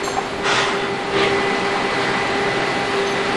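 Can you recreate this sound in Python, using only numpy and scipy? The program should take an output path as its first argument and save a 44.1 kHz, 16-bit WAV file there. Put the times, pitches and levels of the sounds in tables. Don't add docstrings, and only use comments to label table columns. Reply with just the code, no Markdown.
import sys
import numpy as np
from scipy import signal
from scipy.fft import rfft, irfft, next_fast_len
from scipy.io import wavfile
from scipy.ndimage import uniform_filter1d, map_coordinates

SR = 44100
rng = np.random.default_rng(int(sys.argv[2]) if len(sys.argv) > 2 else 0)


def file_out(sig):
    cols = np.atleast_2d(sig).T
    lim = np.clip(cols, -1, 1)
    pcm = np.round(lim * 32767).astype(np.int16)
    wavfile.write(sys.argv[1], SR, pcm)


def magnitude_from_level(level_db):
    exponent = np.asarray(level_db, float) / 20
    return 10 ** exponent


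N = 148176
T = np.arange(N) / SR

HUM_HZ = 399.9
SHOP_DB, HALL_DB = -27.5, -18
DULLING = 1.77

# time in seconds, hum in dB, whine in dB, drive roar in dB.
DRIVE_COURSE = [(0, -33, -37, -28.5), (.3, -36.5, -47, -31), (.45, -30, -30, -34), (.85, -27, -30, -33),
                (1.1, -30.5, -35, -28.5), (1.2, -25, -26.5, -22.5), (1.45, -25.5, -25, -24),
                (1.7, -30.5, -27, -23), (1.79, -30, -28.5, -23.5), (1.85, -21.5, -26.5, -23.5),
                (1.92, -38, -28, -23.5), (2.0, -25, -29, -21), (2.12, -30.5, -25, -22.5),
                (2.3, -25.5, -26.5, -23.5), (2.7, -28.5, -25.5, -23), (3.1, -25, -31.5, -23.5),
                (3.22, -30, -27.5, -24), (3.36, -30, -28.5, -22)]
# multiple of 399.9 Hz, level in dB.
WHINE_HARMONICS = [(2, -4.5), (3, -15.5), (5, -5.5)]
# centre in Hz, width in Hz, level in dB.
COMPRESSOR_BANDS = [(131.8, 6.6, -44), (192.4, 14, -36.5), (260.4, 7.7, -40.5), (324.3, 7, -39.5),
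                    (403, 30, -30.5)]
# frequency in Hz, level in dB.
PISTON_TONES = [(131.2, -41.5), (261.8, -40)]
# frequency in Hz, density in dB per Hz.
SHOP_SPECTRUM = [(25, -14), (100, -12), (260, -5), (700, -7), (2000, -16), (4300, -23), (5600, -32),
                 (11000, -36.5), (13000, -39)]
# frequency in Hz, density in dB per Hz.
DRIVE_SPECTRUM = [(25, -33), (300, -11.5), (800, -9.5), (2000, -11.5), (3300, -19), (4300, -20),
                  (5600, -30), (10500, -39.5), (13000, -50.5)]
# start in seconds, level in dB, rattle length in seconds.
CLINKS = [
    (0.03, -30, 0.049),
    (3.055, -48, 0.071),
    (1.185, -32, 0.019),
    (1.212, -22, 0.025),
]
# frequency in Hz, width in Hz, level in dB, T60 in seconds.
CUP_MODES = [
    [(4210, 78, -5, 0.47), (6410, 140, -5.5, 0.63), (7410, 30, -5.5, 0.69), (8680, 51, -16, .3),
     (9690, 150, -22, .4), (10740, 200, -17, 0.66), (11030, 63, -18, 0.43), (11700, 30, -26, 0.22),
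     (12320, 30, -26, .2), (12760, 30, -23, .15)],
    [(4800, 60, -8, .15), (6270, 33, 8, 0.19), (10790, 90, -11, .1), (11060, 97, -1, .1)],
    [(3150, 150, -2, .15), (4000, 120, 2, .15)],
    [(2170, 50, 1.5, 0.16), (3770, 140, -13, .2), (1150, 83, -5, 0.52)],
]
# start in seconds, level in dB, gain of the upper modes in dB, rise in seconds.
KNOCKS = [
    (.076, -20.5, 7.5, 0.00088),
    (.092, -35, -11.5, 0.0046),
    (.168, -16, -1, .001),
    (.181, -3, -7, 0.0066),
    (1.755, -12, -3, 0.0033),
]
# frequency in Hz, level in dB, T60 in seconds.
TABLE_MODES = [(786, 5.5, 0.038), (1054, -1, 0.063), (1510, -4.5, 0.023), (934, -4, 0.023)]
# start in seconds, attack in seconds, hold in seconds, peak in dB, T60 in seconds.
PUFFS = [
    (0.409, 0.063, 0.13, -19.5, 1.38),
    (1.097, 0.071, .05, -21.5, 1),
]
# frequency in Hz, density in dB per Hz.
JET_SPECTRA = [
    [(100, -20), (400, -11), (1200, -5.5), (3500, -11.5), (6000, -19.5), (9500, -30), (12000, -51)],
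    [(100, -5), (450, 5.5), (1200, -7), (2100, -3), (3900, -6), (4700, -21), (9500, -33), (12000, -64)],
]
# frequency in Hz, width in Hz, level in dB.
FRAME_MODES = [
    [(840, 30, -2), (1030, 14, 1), (1247, 14, 1), (1410, 18, 1), (1500, 16, -1), (1884, 9, 0),
     (2110, 14, -3), (2580, 12, -3), (2720, 14, -7), (2907, 14, -6), (3200, 10, -4), (3478, 9, -3)],
    [(760, 25, 0), (1150, 40, -2), (1230, 25, -2), (2140, 30, 0), (2730, 40, -10), (3300, 40, -9),
     (3690, 26, -10), (3900, 37, -9)],
]
FRAME_DB = [-2, -7]
# frequency in Hz, T60 in seconds.
HALL_DECAY = [(200, .9), (2000, 1), (10000, 0.13)]
# frequency in Hz, threshold in dB relative to the mid band.
MIDDLE_GATE = [(3000, -46), (8000, -43), (9500, -35), (10500, -31.5), (11500, -26.5), (13000, -24)]
# frequency in Hz, threshold in dB relative to the neighbouring bands.
NEIGHBOUR_GATE = [(4000, -16), (6000, -10), (8000, -4.5), (9500, -1.5), (11000, 0), (13000, 2)]


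def unit(x):
    return x / np.sqrt(np.mean(x ** 2) + 1e-20)


def along(points, hz):
    f, value = np.transpose(points)
    return np.interp(np.log(hz + 1), np.log(f + 1), value)


def wobble(rate):
    return map_coordinates(rng.standard_normal(N // 200), [T * rate])


def filtered(x, response):
    m = next_fast_len(N + 8192)
    return irfft(rfft(x, m) * response(np.fft.rfftfreq(m, 1 / SR)), m)[:N]


def rush(spectrum, patchy_db):
    z = signal.stft(rng.standard_normal(N + 512), nperseg=512)[2]
    field = uniform_filter1d(rng.standard_normal(z.shape), 5, 0)
    field = unit(uniform_filter1d(field, 12, 1))
    x = signal.istft(z * magnitude_from_level(patchy_db * field), nperseg=512)[1][:N]
    return unit(filtered(x, lambda hz: magnitude_from_level(along(spectrum, hz))))


def ringing(peaks):
    def response(f):
        total = 0
        for k, (centre, width, db) in enumerate(peaks):
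            damping = 1j * f * width
            total = total + (-1) ** k * magnitude_from_level(db) * damping / (centre ** 2 - f ** 2 + damping)
        return total
    return unit(filtered(rng.standard_normal(N), response))


def sine(hz, phase):
    return np.sqrt(2) * np.sin(2 * np.pi * hz * T + phase)


def drive_course(column):
    columns = np.transpose(DRIVE_COURSE)
    return np.interp(T, columns[0], columns[column])


def mains_hum():
    def line(multiple, flutter_db):
        return magnitude_from_level(flutter_db * wobble(11)) * sine(multiple * HUM_HZ, multiple)
    whine = sum(magnitude_from_level(db) * line(multiple, 0.99) for multiple, db in WHINE_HARMONICS)
    return magnitude_from_level(drive_course(1)) * line(0.99, 2.3) + magnitude_from_level(drive_course(2)) * whine


def compressor():
    whine_db = drive_course(2)
    bands = sum(magnitude_from_level(db) * ringing([(hz, width, 0)]) for hz, width, db in COMPRESSOR_BANDS)
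    sway = 2.4 * np.sin(2.83 * T)
    tones = sum(magnitude_from_level(db) * sine(hz, sway) for hz, db in PISTON_TONES)
    return magnitude_from_level(0.5 * (whine_db - whine_db.max())) * (bands + tones)


def shop_roar():
    return magnitude_from_level(SHOP_DB + 0.17 * wobble(3.7)) * rush(SHOP_SPECTRUM, patchy_db=-0.2)


def drive_roar():
    return magnitude_from_level(drive_course(3) + 0.15 * wobble(14)) * rush(DRIVE_SPECTRUM, patchy_db=1.0)


def clinks():
    out = np.zeros(N)
    for (start, db, length), modes in zip(CLINKS, CUP_MODES):
        onset = np.clip((T - start) / 0.014, 0, 1)
        free = np.clip(T - start - length, 0, None)
        for hz, width, level, t60 in modes:
            out += onset * magnitude_from_level(db + level - 60 * free / t60) * ringing([(hz, width, 0)])
    return filtered(out, lambda hz: 1 / (1 + (900 / (hz + 1)) ** 6))


def knocks():
    out, t = np.zeros(N + SR), T[:SR // 4]
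    for start, db, upper_db, rise in KNOCKS:
        ring = np.zeros(len(t))
        for k, (hz, level, t60) in enumerate(TABLE_MODES):
            share = upper_db * (k > 0)
            ring += magnitude_from_level(level + share - 60 * t / t60) * np.sin(2 * np.pi * hz * t)
        out[round(start * SR):][:len(t)] += magnitude_from_level(db) * ring * (1 - np.exp(-t / rise))
    return out[:N]


def puffs():
    out = np.zeros(N)
    for (start, attack, hold, db, t60), jet, frame, ring_db in zip(PUFFS, JET_SPECTRA, FRAME_MODES, FRAME_DB):
        rise = np.clip((T - start) / attack, 0, 1) ** 1.6
        late_rise = np.clip((T - start - 0.03) / attack, 0, 1) ** 0.43
        loss_db = 60 / t60 * np.clip(T - start - attack - hold, 0, None)
        air = rush(jet, patchy_db=1.6)
        hiss = filtered(air, lambda hz: 1 / (1 + (3500 / (hz + 1)) ** 4))
        body = rise * magnitude_from_level(-loss_db) * (air - hiss + magnitude_from_level(ring_db) * ringing(frame))
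        treble = late_rise * magnitude_from_level(-DULLING * loss_db) * hiss
        out += magnitude_from_level(db + 0.19 * wobble(28.8)) * (body + treble)
    return out


def hall(x):
    hz, t, z = signal.stft(rng.standard_normal(SR), SR, nperseg=256)
    decay = magnitude_from_level(-60 * t / along(HALL_DECAY, hz)[:, None])
    tail = signal.istft(z * decay, SR, nperseg=256)[1]
    delayed = np.pad(x, (500, 0))
    return signal.fftconvolve(delayed, tail / np.linalg.norm(tail))[:N]


def gated(x):
    window, lead = np.sin(np.pi * (np.arange(2048) + 0.5) / 2048), 744
    hz, _, z = signal.stft(np.pad(x, (lead, 0)), SR, window, nperseg=2048)
    power = abs(z) ** 2
    middle = uniform_filter1d(power[(hz > 500) & (hz < 3000)].mean(0), size=3)
    neighbours = uniform_filter1d(power, size=60, axis=0)
    threshold = middle * magnitude_from_level(2 * along(MIDDLE_GATE, hz))[:, None]
    threshold = threshold + neighbours * magnitude_from_level(2 * along(NEIGHBOUR_GATE, hz))[:, None]
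    frame_db = 2.0 * rng.standard_normal(z.shape[1])
    band_db = 5.6 * uniform_filter1d(rng.standard_normal(z.shape), size=5, axis=0)
    keep = uniform_filter1d(power, size=4, axis=0) > magnitude_from_level(frame_db + band_db) * threshold
    return signal.istft(z * keep, SR, window, nperseg=2048)[1][lead:lead + N]


def scene():
    near = knocks() + clinks()
    machine = mains_hum() + compressor() + drive_roar() + shop_roar()
    return (machine + puffs() + near + magnitude_from_level(HALL_DB) * hall(near))[None]


def top_cut(x):
    return signal.sosfilt(signal.butter(12, 12740, fs=SR, output="sos"), x)


def record(dry):
    mix = gated(dry[0])[None]
    return top_cut(mix)


dry = scene()
out = record(dry)
file_out(out)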